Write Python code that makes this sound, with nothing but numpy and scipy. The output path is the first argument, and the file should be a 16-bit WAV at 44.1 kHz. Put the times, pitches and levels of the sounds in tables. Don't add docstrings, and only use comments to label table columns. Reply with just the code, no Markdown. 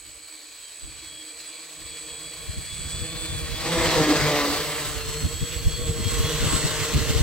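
import sys
import numpy as np
from scipy import signal
from scipy.fft import rfft, irfft, next_fast_len
from scipy.io import wavfile
from scipy.ndimage import uniform_filter1d, map_coordinates

SR = 44100
rng = np.random.default_rng(int(sys.argv[2]) if len(sys.argv) > 2 else 0)


def unload_wav(signal):
    wavfile.write(
        sys.argv[1],
        SR,
        np.round(np.clip(np.atleast_2d(signal).T, -1, 1) * 32767).astype(np.int16),
    )


N = 318402
START_M, CLOSEST_M = 14, 3

# time in seconds, closing speed in m/s.
CLOSING_SPEED = [(0, 1.6), (2.7, 3.5), (3.5, 3.6), (3.75, 2.5), (4.1, .1), (4.6, -1.6), (5.1, -2.1),
                 (6.1, .15), (6.7, -.7), (7.22, -2)]
# time in seconds, side (0 ahead, 1 below, 2 beside).
HEARD_SIDE = [(0, 0), (3.4, 0), (3.75, 1), (4.5, 1), (5.1, 2), (7.22, 2)]
# time in seconds, level in dB.
BLADE_WASH = [(0, -57.5), (1.7, -53), (2.6, -50), (3.0, -47), (3.56, -43), (3.66, -34), (3.76, -29.5),
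              (3.86, -27), (4.2, -26.5), (4.46, -28.5), (4.7, -36), (4.93, -39), (5.08, -41.5), (5.4, -45),
              (5.95, -43.5), (6.18, -37), (6.55, -32.5), (7.22, -35.5)]
# level in dB ahead, below, beside.
ROTOR_LEVELS = [(-3, 1.5, -3), (2.5, -1.5, 1.5), (-4.5, -8, -0.5), (-6, -4.5, -1.5)]


def amp(db):
    return 10 ** (np.asarray(db) / 20)


def unit(x):
    return x / np.sqrt(np.mean(x ** 2) + 1e-20)


def along(points, hz):
    f, v = np.transpose(points)
    return np.interp(np.log(hz + 1), np.log(f + 1), v)


def curves(rows):
    s, *cols = np.transpose(rows)
    return np.array([np.interp(np.arange(N) / SR, s, c) for c in cols])


def wobble(rate_hz):
    knots = rng.standard_normal(int(N * rate_hz / SR) + 4)
    coarse = np.arange(0, N + 32, 32)
    return np.interp(np.arange(N), coarse, map_coordinates(knots, [coarse * rate_hz / SR]))


def angle(hz):
    return 2 * np.pi * np.cumsum(hz) / SR


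def filtered(x, response):
    m = next_fast_len(N + SR // 4)
    return irfft(rfft(x, m) * response(np.fft.rfftfreq(m, 1 / SR)), m)[..., :N]


def noise(spectrum, alike):
    def mid_side(hz):
        turn = np.arccos(np.clip(along(alike, hz), -1, 1)) / 2
        return amp(along(spectrum, hz)) * [np.cos(turn), np.sin(turn)]

    mid, side = filtered(rng.standard_normal((2, N)), mid_side)
    return unit(np.array([mid + side, mid - side]))


def swells(rows):
    t = np.arange(N) / SR
    return amp(sum(db * np.exp(-np.minimum(((t - s) / half_s) ** 2, 20)) for s, half_s, db in rows))


def distance():
    return np.maximum(START_M - np.cumsum(curves(CLOSING_SPEED)[0]) / SR, CLOSEST_M)


def by_side(levels_db):
    power = amp(levels_db) ** 2
    return np.sqrt(np.interp(curves(HEARD_SIDE)[0], np.arange(len(levels_db)), power))


def swell_db():
    db = curves(BLADE_WASH)[0]
    return db - db.max()


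def shaft_angles(trim=.0026, trim_hz=18, flutter=.0018, flutter_hz=60):
    # time in seconds, shaft speed in Hz before jitter.
    shaft_speeds = [
        [(0, 76.6), (.55, 76), (.68, 76.8), (.82, 80.2), (.97, 79.2), (1.07, 79.7), (1.18, 78.7), (1.27, 78.06),
         (1.42, 80.1), (1.54, 81.2), (1.68, 78.8), (1.8, 79.3), (1.97, 80.5), (2.1, 78.9), (2.22, 79.93),
         (2.53, 78.96), (2.77, 80.8), (2.9, 79.65), (3, 81.86), (3.07, 82.17), (3.16, 84.14), (3.3, 84.4),
         (3.42, 79.6), (3.52, 79.34), (3.7, 84.95), (3.85, 82.48), (4, 77.58), (4.12, 74.94), (4.25, 76.3),
         (4.45, 71.66), (4.7, 76.78), (4.95, 75.32), (5.2, 76.53), (5.38, 78.7), (5.53, 80.9), (5.64, 79.26),
         (5.73, 80.3), (5.8, 80.2), (5.88, 81.6), (6.04, 77.73), (6.27, 80.08), (6.45, 78.72), (6.7, 76.84),
         (7.22, 75.52)],
        [(0, 77.7), (.3, 78.5), (.5, 77), (.65, 76.8), (.8, 79.05), (1, 77.1), (1.27, 78.55), (1.45, 77.4),
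         (1.62, 78.65), (1.85, 77.53), (2.37, 78.3), (2.5, 77.6), (2.7, 79.8), (2.93, 80.96), (3.05, 79.7),
         (3.17, 80.09), (3.45, 77.53), (3.78, 80.86), (4.1, 74.96), (4.45, 71.98), (4.8, 73.7), (5.12, 74.3),
         (5.25, 76.52), (5.45, 78.73), (5.78, 79.32), (5.95, 76.1), (6.12, 78.65), (6.6, 77.42), (7.22, 76.3)],
        [(0, 74.5), (.3, 73.1), (.7, 71.4), (.95, 72.4), (1.07, 73.4), (1.2, 72.4), (1.45, 72), (1.7, 72.63),
         (2.55, 72.73), (2.75, 74.5), (2.87, 73.2), (3.08, 75.2), (3.3, 71.97), (3.52, 71.98), (3.8, 60.58),
         (4.05, 66.35), (4.5, 71.9), (5.1, 74.14), (5.22, 75.3), (5.42, 76.6), (5.78, 75.43), (5.9, 76.73),
         (6.05, 75.14), (6.22, 74.03), (6.35, 72.96), (6.6, 74.54), (7.22, 73.96)],
        [(0, 84.8), (.42, 83.1), (.57, 84.6), (.8, 83.7), (1.35, 84.26), (1.5, 84.3), (1.63, 83.25),
         (1.8, 84.4), (1.97, 83.5), (2.12, 85.46), (2.35, 83.4), (2.5, 85.5), (2.7, 82.4), (2.87, 83.1),
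         (3.05, 81.98), (3.3, 83.72), (3.62, 87.5), (3.9, 87.06), (4.1, 82.08), (4.35, 84.08), (4.6, 82.05),
         (4.85, 76.6), (5.1, 75.94), (5.3, 77.8), (5.48, 80.9), (5.6, 79.9), (5.75, 80.87), (5.95, 79.08),
         (6.12, 77.27), (6.35, 77.9), (7.22, 75.1)],
    ]
    shafts = []
    for speed in shaft_speeds:
        jitter = 1 + trim * wobble(trim_hz) + flutter * wobble(flutter_hz)
        shafts.append(angle(curves(speed)[0] * jitter))
    return shafts


def propellers(shafts, waver_db=3.3, rough_rad=0.16, grazing_m=10.07, grazing_power=3.5):
    # level in dB ahead, below, beside,
    # dB cancelled by the ground at grazing_m.
    harmonics = [(-25, -33.5, -29, 16.5), (-31, -31, -40, 0.5), (-29, -29, -27, 3.5),
                 (-36.5, -34, -39, 3.5), (-42, -38, -56, 1), (-45, -47, -51.5, 3), (-36, -43, -39, 4.5),
                 (-46, -43, -60, 4)]
    # centre in seconds, half length in seconds,
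    # change in dB of the first, second and third harmonic.
    hum_swells = [(.15, .2, -6, -2, 1.5), (0.66, 0.11, -8, -17, -8), (0.877, .05, 0, 5, -2),
                  (1.04, 0.031, -3, 8, -13), (1.24, .07, -3, 4, -2), (1.52, .06, 5, 2, 3),
                  (2.101, 0.086, 7, 1, 5.5), (2.4, 0.058, 3, -8, 3), (2.76, 0.16, -0.5, -15, -10),
                  (3.04, 0.038, 3, 4, 5), (3.25, 0.12, 2, 4.5, 1.5), (3.58, 0.072, -8, -6, -6),
                  (3.789, 0.052, 7, 5.5, 1.5), (3.93, 0.031, -4, -7, -1.5), (4.005, 0.038, 8, 7, 4),
                  (4.109, 0.034, 6, 11, 8.5), (4.27, 0.1, 3, -3.5, -0.5), (4.48, 0.082, -5, 2, 1.5),
                  (4.75, .17, 0, -4, -1.5), (5.19, 0.049, 5, 0, 7), (5.38, .03, -2, -2, -10),
                  (5.521, 0.11, 0.5, 6, 4), (5.869, 0.079, 7, 7, 6.5), (6.27, 0.084, 4, 7, 6),
                  (6.72, .12, -3, -2, -3.5), (7.08, 0.14, -5, -4, 0)]

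    lifts = [swells([(s, half_s, dbs[k]) for s, half_s, *dbs in hum_swells]) for k in range(3)]
    lifts.append(np.sqrt(lifts[2]))
    swell = swell_db()
    grazing = (distance() / grazing_m) ** grazing_power
    levels = []
    for k, (*sides, ground_db) in enumerate(harmonics):
        levels.append(by_side(sides) * amp(swell - ground_db * grazing) * lifts[min(k, 3)])

    shares = np.array([by_side(sides) for sides in ROTOR_LEVELS])
    shares /= np.linalg.norm(shares, axis=0)
    out = np.zeros(N)
    for shaft, share in zip(shafts, shares):
        blade = 2 * shaft + rough_rad * wobble(60)
        for k, level in enumerate(levels, 1):
            tone = np.sin(k * blade + rng.uniform(0, 2 * np.pi))
            out += share * level * unit(amp(waver_db * wobble(20)) * tone)
    return out


def turbulence(shafts, order=128, odd_db=-7):
    k = np.arange(order)
    weights = amp(odd_db * (k % 2)) * (k > 6) / np.sqrt(1 + (k / 40) ** 4)
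    grid = np.linspace(0, 2 * np.pi, 2048, endpoint=False)
    out = np.zeros(N)
    for shaft, (ahead_db, *_) in zip(shafts, ROTOR_LEVELS):
        patterns = irfft(weights * np.exp(2j * np.pi * rng.random((3, order))), len(grid))
        blend = np.array([wobble(14) for _ in patterns])
        blend /= np.linalg.norm(blend, axis=0) + 1e-6
        turn = shaft % (2 * np.pi)
        out += amp(ahead_db / 2) * sum(b * np.interp(turn, grid, p) for b, p in zip(blend, patterns))
    return unit(out) * np.sqrt(2 * 3200 / SR)


def patchy(x, depth_db=1.35):
    z = signal.stft(x, nperseg=512)[2]
    patches = rng.standard_normal(z.shape[1:])
    patches = uniform_filter1d(patches, size=5, axis=0)
    patches = uniform_filter1d(patches, size=14, axis=1)
    return signal.istft(z * amp(depth_db * unit(patches)), nperseg=512)[1][:, :N]


def rush(shafts, pulsing=0.12, swirl_db=1.1, hiss_growth=0.79):
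    # frequency in Hz, relative density in dB per Hz.
    ahead = [(150, -7), (350, 4.5), (600, 7), (820, -0.5), (1100, 7.5), (1350, 4.5), (1900, 9.5),
             (2350, 3.5), (2750, -1.5), (3300, 1), (3700, -1.5), (4100, 5), (4700, 3), (5200, -4.5),
             (7900, -0.5), (9500, -7.5), (11000, -6), (12000, -10.5), (17000, -6.5)]
    below = [(100, -26), (200, -2.5), (400, -1.5), (700, -6.5), (1150, -2), (1500, -7.5), (2080, -2.5),
             (2350, -6.5), (2800, -6.5), (4700, -3), (5400, -7.5), (8000, -10), (9000, -15.5), (10800, -19),
             (12200, -16.5), (17000, -16.5)]
    beside = [(150, -11), (450, 5.5), (680, -4), (850, -5), (1100, -0.5), (1650, -1.5), (2030, 2),
              (2350, -2.5), (2750, 3.5), (3800, 1.5), (4250, 4), (4900, -0.5), (8200, 1), (9000, -4),
              (9800, -9), (12000, -5.5), (17000, -7)]
    # frequency in Hz, left-right correlation.
    far_alike = [(300, 0.63), (1400, 0.92), (3100, 0.71), (6800, 0.33), (10000, 0.19), (15000, .02)]
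    near_alike = [(300, 0.87), (1400, 0.81), (3100, 0.55), (6800, 0.19), (10000, 0.28), (15000, .05)]
    # level in dB ahead, below, beside.
    hiss_db = (-23.5, -26.5, -24)
    # level in dB ahead, below, beside.
    buzz_over_noise_db = (-5, 1, -3)
    # time in seconds, level in dB.
    fizz = [(0, -52.5), (1.6, -50.5), (3, -45), (3.55, -43), (3.85, -37), (4.15, -37), (4.5, -35),
            (4.9, -39.5), (5.3, -44), (5.95, -43), (6.2, -37.5), (7.22, -39)]

    wash_level = amp(curves(BLADE_WASH)[0])
    hiss_level = by_side(hiss_db) * amp(hiss_growth * swell_db())
    levels = [wash_level, hiss_level, amp(curves(fizz)[0])]

    def bands(hz):
        return np.array([hz < 2200, (hz >= 2200) & (hz < 9300), hz >= 9300])[:, None]

    view = curves(HEARD_SIDE)[0]
    buzz = turbulence(shafts)
    sides = zip((ahead, below, beside), (far_alike, near_alike, near_alike), buzz_over_noise_db)
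    out = np.zeros((2, N))
    for k, (colour, alike, buzz_db) in enumerate(sides):
        white = noise([(100, 0)], alike)
        air = patchy(white + amp(buzz_db) * buzz)
        parts = filtered(air, lambda hz: amp(along(colour, hz)) * bands(hz))
        share = np.cos(np.pi / 2 * np.clip(abs(view - k), 0, 1))
        out += share * sum(level * unit(part) for level, part in zip(levels, parts))
    beat = 1 + pulsing * sum(np.cos(2 * shaft) for shaft in shafts) / 2
    return out * unit(beat * amp(swirl_db * wobble(70)))


def motors(shafts, rough_rad=0.2, ripple=.22, flicker_db=2.2, flicker_hz=28,
           frame_hz=3424, frame_width_hz=138, frame_db=6.5):
    # level in dB ahead, below, beside.
    whines = [
        [(-63, -66, -69), (-62, -66, -70), (-77, -70, -66), (-56, -59, -70)],
        [(-49, -69, -50), (-53, -66, -79), (-69, -64, -66), (-51, -66, -66)],
        [(-42.5, -46, -44.5), (-48.5, -62, -45), (-70, -64, -53), (-62, -72, -63)],
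        [(-56, -54, -45), (-45, -53, -47), (-41.5, -48, -41), (-42.5, -50, -43)],
    ]
    # centre in seconds, half length in seconds, change in dB.
    middle_swells = [(.1, 0.45, -15), (.66, .07, 4), (.86, 0.11, -6), (1.08, 0.055, 4), (1.21, .08, 6),
                     (1.38, 0.044, -14), (1.5, 0.058, -1), (1.7, 0.11, -12), (1.95, 0.061, 3),
                     (2.05, 0.026, -1), (2.2, .1, 2.5), (2.5, .04, -2), (2.94, 0.026, 6), (3.03, 0.039, 5),
                     (3.22, 0.13, 3.5), (3.45, 0.075, -4), (5.0, 0.18, -16), (5.35, 0.046, 0),
                     (5.49, 0.048, 1), (5.6, 0.041, -5), (5.76, 0.084, 4), (5.98, 0.041, -4),
                     (6.09, .05, 10.5), (6.28, 0.072, 7.5)]
    # centre in seconds, half length in seconds, change in dB.
    outer_swells = [(.05, 0.18, -10), (.75, .06, -12), (.91, .05, 2), (1.75, 0.081, -9), (2.8, 0.26, -0.5),
                    (4.8, 0.24, -6), (5.2, 0.049, 3.5), (5.4, 0.099, -2), (5.75, 0.063, 5),
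                    (5.9, 0.068, -2), (6.12, 0.084, 4), (6.8, .3, -7)]

    middle, outer = swells(middle_swells), swells(outer_swells)
    out = np.zeros((2, N))
    for m, shaft in enumerate(shafts):
        middle_hz = 42 * np.gradient(shaft) * SR / (2 * np.pi)
        frame = amp(frame_db) / np.hypot(1, (middle_hz - frame_hz) / frame_width_hz)
        lifts = (outer, outer, frame * middle, outer)
        for order, levels, lift in zip((28, 30, 42, 56), whines, lifts):
            phase = order * shaft + rough_rad * wobble(150)
            throb = 1 + ripple * np.cos(shaft + rng.uniform(0, 2 * np.pi))
            spread = .15 * wobble(3)
            tone = np.sin([phase + spread, phase - spread])
            flicker = amp(flicker_db * wobble(flicker_hz))
            out += by_side(levels[m]) * lift * throb * flicker * tone
    return out * CLOSEST_M / distance()


def coils(shafts, shaft_db=-21, blade_db=-16, commutation_db=-21,
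          waver_db=2.0, drift_db=1.25, undertone_db=-15):
    # switching frequency in Hz, left-right balance in dB.
    switching = [(7915, -3.7), (7890, -3.5), (7991, -2.5), (7748, -2.8)]
    # level in dB ahead, below, beside.
    coil_levels = [(-32.5, -52, -35.5), (-47, -40, -48), (-38.5, -42, -38.5), (-47, -42, -39)]
    # centre in seconds, half length in seconds, change in dB.
    coil_swells = [(1.7, 0.053, -4), (2.45, 0.73, 0), (3.14, 0.051, -5), (3.5, 0.13, -5), (3.78, 0.094, 5),
                   (4.35, 0.099, -8), (4.8, 0.086, 2), (5.02, 0.051, -12), (5.24, 0.073, -4.5),
                   (5.44, 0.047, 0.5), (5.63, 0.039, -8.5), (6.12, 0.085, 4), (6.55, .12, 9), (7.1, .2, -3)]

    doppler = 1 / (1 - curves(CLOSING_SPEED)[0] / 343)
    ripples = list(zip((1, 2, 14), (shaft_db, blade_db, commutation_db)))
    out = np.zeros((2, N))
    for shaft, (hz, pan_db), sides in zip(shafts, switching, coil_levels):
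        chop = np.ones(N)
        for k, depth_db in ripples:
            chop += 2 * amp(depth_db) * np.cos(k * shaft + rng.uniform(0, 2 * np.pi))
        phase = angle(hz * doppler) + .22 * wobble(300)
        spread = .3 * wobble(2)
        waver = amp(waver_db * wobble(25) + drift_db * wobble(3.94))
        tone = chop * waver * np.sin([phase + spread, phase - spread])
        tone += amp(undertone_db) * np.sin(phase - 14 * shaft)
        out += by_side(sides) * unit(tone * amp([[pan_db / 2], [-pan_db / 2]]))
    return out * swells(coil_swells) * CLOSEST_M / distance()


def at_ports(x):
    # time in seconds, lead of the left port in microseconds.
    bearing = [(0, 8), (2, 10), (2.8, 22), (3.3, 50), (3.8, 38), (4.6, 42), (5.1, 18), (5.7, -15),
               (6.3, -30), (7.22, -38)]
    lead = curves(bearing)[0] * SR / 1e6
    return np.array([map_coordinates(c, [np.arange(N) + side * lead / 2]) for c, side in zip(x, (1, -1))])


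def wind(lumpy_db=5.0, swing_s=0.012, flutter_lift_db=1, flutter_s=0.023):
    # time in seconds, level in dB.
    breeze = [(0, -51), (.15, -55.5), (.38, -73), (.55, -64), (.77, -66), (.85, -46), (.93, -50),
              (1.05, -53), (1.3, -64), (1.7, -74), (1.8, -51.5), (2.3, -56), (2.5, -43), (3.4, -36),
              (3.65, -34), (4.05, -31.5), (4.8, -41), (5.05, -33), (5.35, -39.5), (5.55, -38), (5.75, -32),
              (6.1, -30.5), (6.8, -34), (7.22, -24.5)]
    # frequency in Hz, relative density in dB per Hz.
    buffet = [(12, -34), (22, -14), (50, 2), (85, -2), (130, -5), (200, -17.5), (350, -18), (700, -36),
              (1500, -90)]
    # frequency in Hz, relative density in dB per Hz.
    flutter_colour = [(30, -20), (80, -4), (140, 4), (230, -2), (330, -7), (500, -28), (1500, -42)]
    # time in seconds, pressure swing in dB, its frequency in Hz,
    # flutter in dB before flutter_lift_db, left-right balance in dB.
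    puffs = [(0.844, -31.5, 78, -66, 0.0), (2.497, -23, 72, -49.0, 3), (2.583, -24.0, 72, -42, 1),
             (2.727, -39, 70.96, -49, -5.0), (2.86, -27, 75.1, -42, 0), (2.945, -25, 62, -41, -1.0),
             (3.023, -27, 74.5, -43.5, 16), (3.3, -28, 90.2, -48.0, -4), (3.433, -27.5, 74.35, -45, -9.0),
             (3.496, -34, 74, -40, -1), (4.012, -22, 98.12, -34, 1.0), (5.092, -26.0, 78.94, -44, 2.0),
             (5.251, -13.5, 78.03, -27, -3), (5.346, -33, 85, -49, -20), (5.43, -19, 81, -35, 7.0),
             (5.571, -24, 69, -53, -12), (5.672, -9, 67.7, -35, -2), (5.83, -25.0, 69, -38, 8),
             (5.901, -18.5, 89.2, -33.5, 0.0), (5.996, -31, 97.8, -33.5, 11),
             (6.072, -21.0, 87.1, -37, 15.0), (6.204, -13.5, 80.1, -31, 1), (6.247, -18, 94.94, -35, 2.0),
             (6.436, -21, 85, -25.5, -3), (6.471, -22.5, 90.16, -39.0, 13), (6.549, -21.5, 71.1, -25, 15),
             (6.652, -18.5, 87.86, -28, 3), (6.962, -13.5, 67.23, -20.5, -3.5),
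             (7.018, -19, 76.17, -30, -6.0), (7.103, -15, 88.16, -28.5, -3), (7.163, -24, 86.6, -43, 7),
             (7.212, -9.5, 85.1, -28.0, 2)]

    lumps = amp(lumpy_db * np.array([wobble(25), wobble(25)]))
    out = amp(curves(breeze)[0]) * unit(lumps * noise(buffet, [(30, 0.055)]))
    flutter = noise(flutter_colour, [(30, 0.14)])
    uneven = .8 * np.array([wobble(110), wobble(110)])
    t = np.arange(N) / SR
    start_phases = rng.uniform(0, 2 * np.pi, (len(puffs), 2, 1))
    for (s, swing_db, hz, flutter_db, pan_db), phases in zip(puffs, start_phases):
        near = abs(t - s) < .12
        u = t[near] - s
        swing = np.sin(2 * np.pi * hz * u + phases + uneven[:, near])
        swing *= amp(swing_db) * np.exp(-abs(u / swing_s) ** 1.35)
        burst = amp(flutter_db + flutter_lift_db) * np.exp(-abs(u / flutter_s) ** 1.7) * flutter[:, near]
        out[:, near] += amp([[pan_db / 2], [-pan_db / 2]]) * (swing + burst)
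    return out


def field(floor_db=-68):
    colour = [(30, -10), (100, -23), (200, -17), (1000, -10), (8000, -33)]
    return amp(floor_db) * noise(colour, [(100, 0.47), (3000, .2)])


def scene():
    shafts = shaft_angles()
    drone = propellers(shafts) + rush(shafts) + motors(shafts) + coils(shafts)
    return at_ports(drone) + wind() + field()


def record(dry, top_hz=15850):
    return filtered(dry, lambda hz: hz < top_hz)


dry = scene()
out = record(dry)
unload_wav(out)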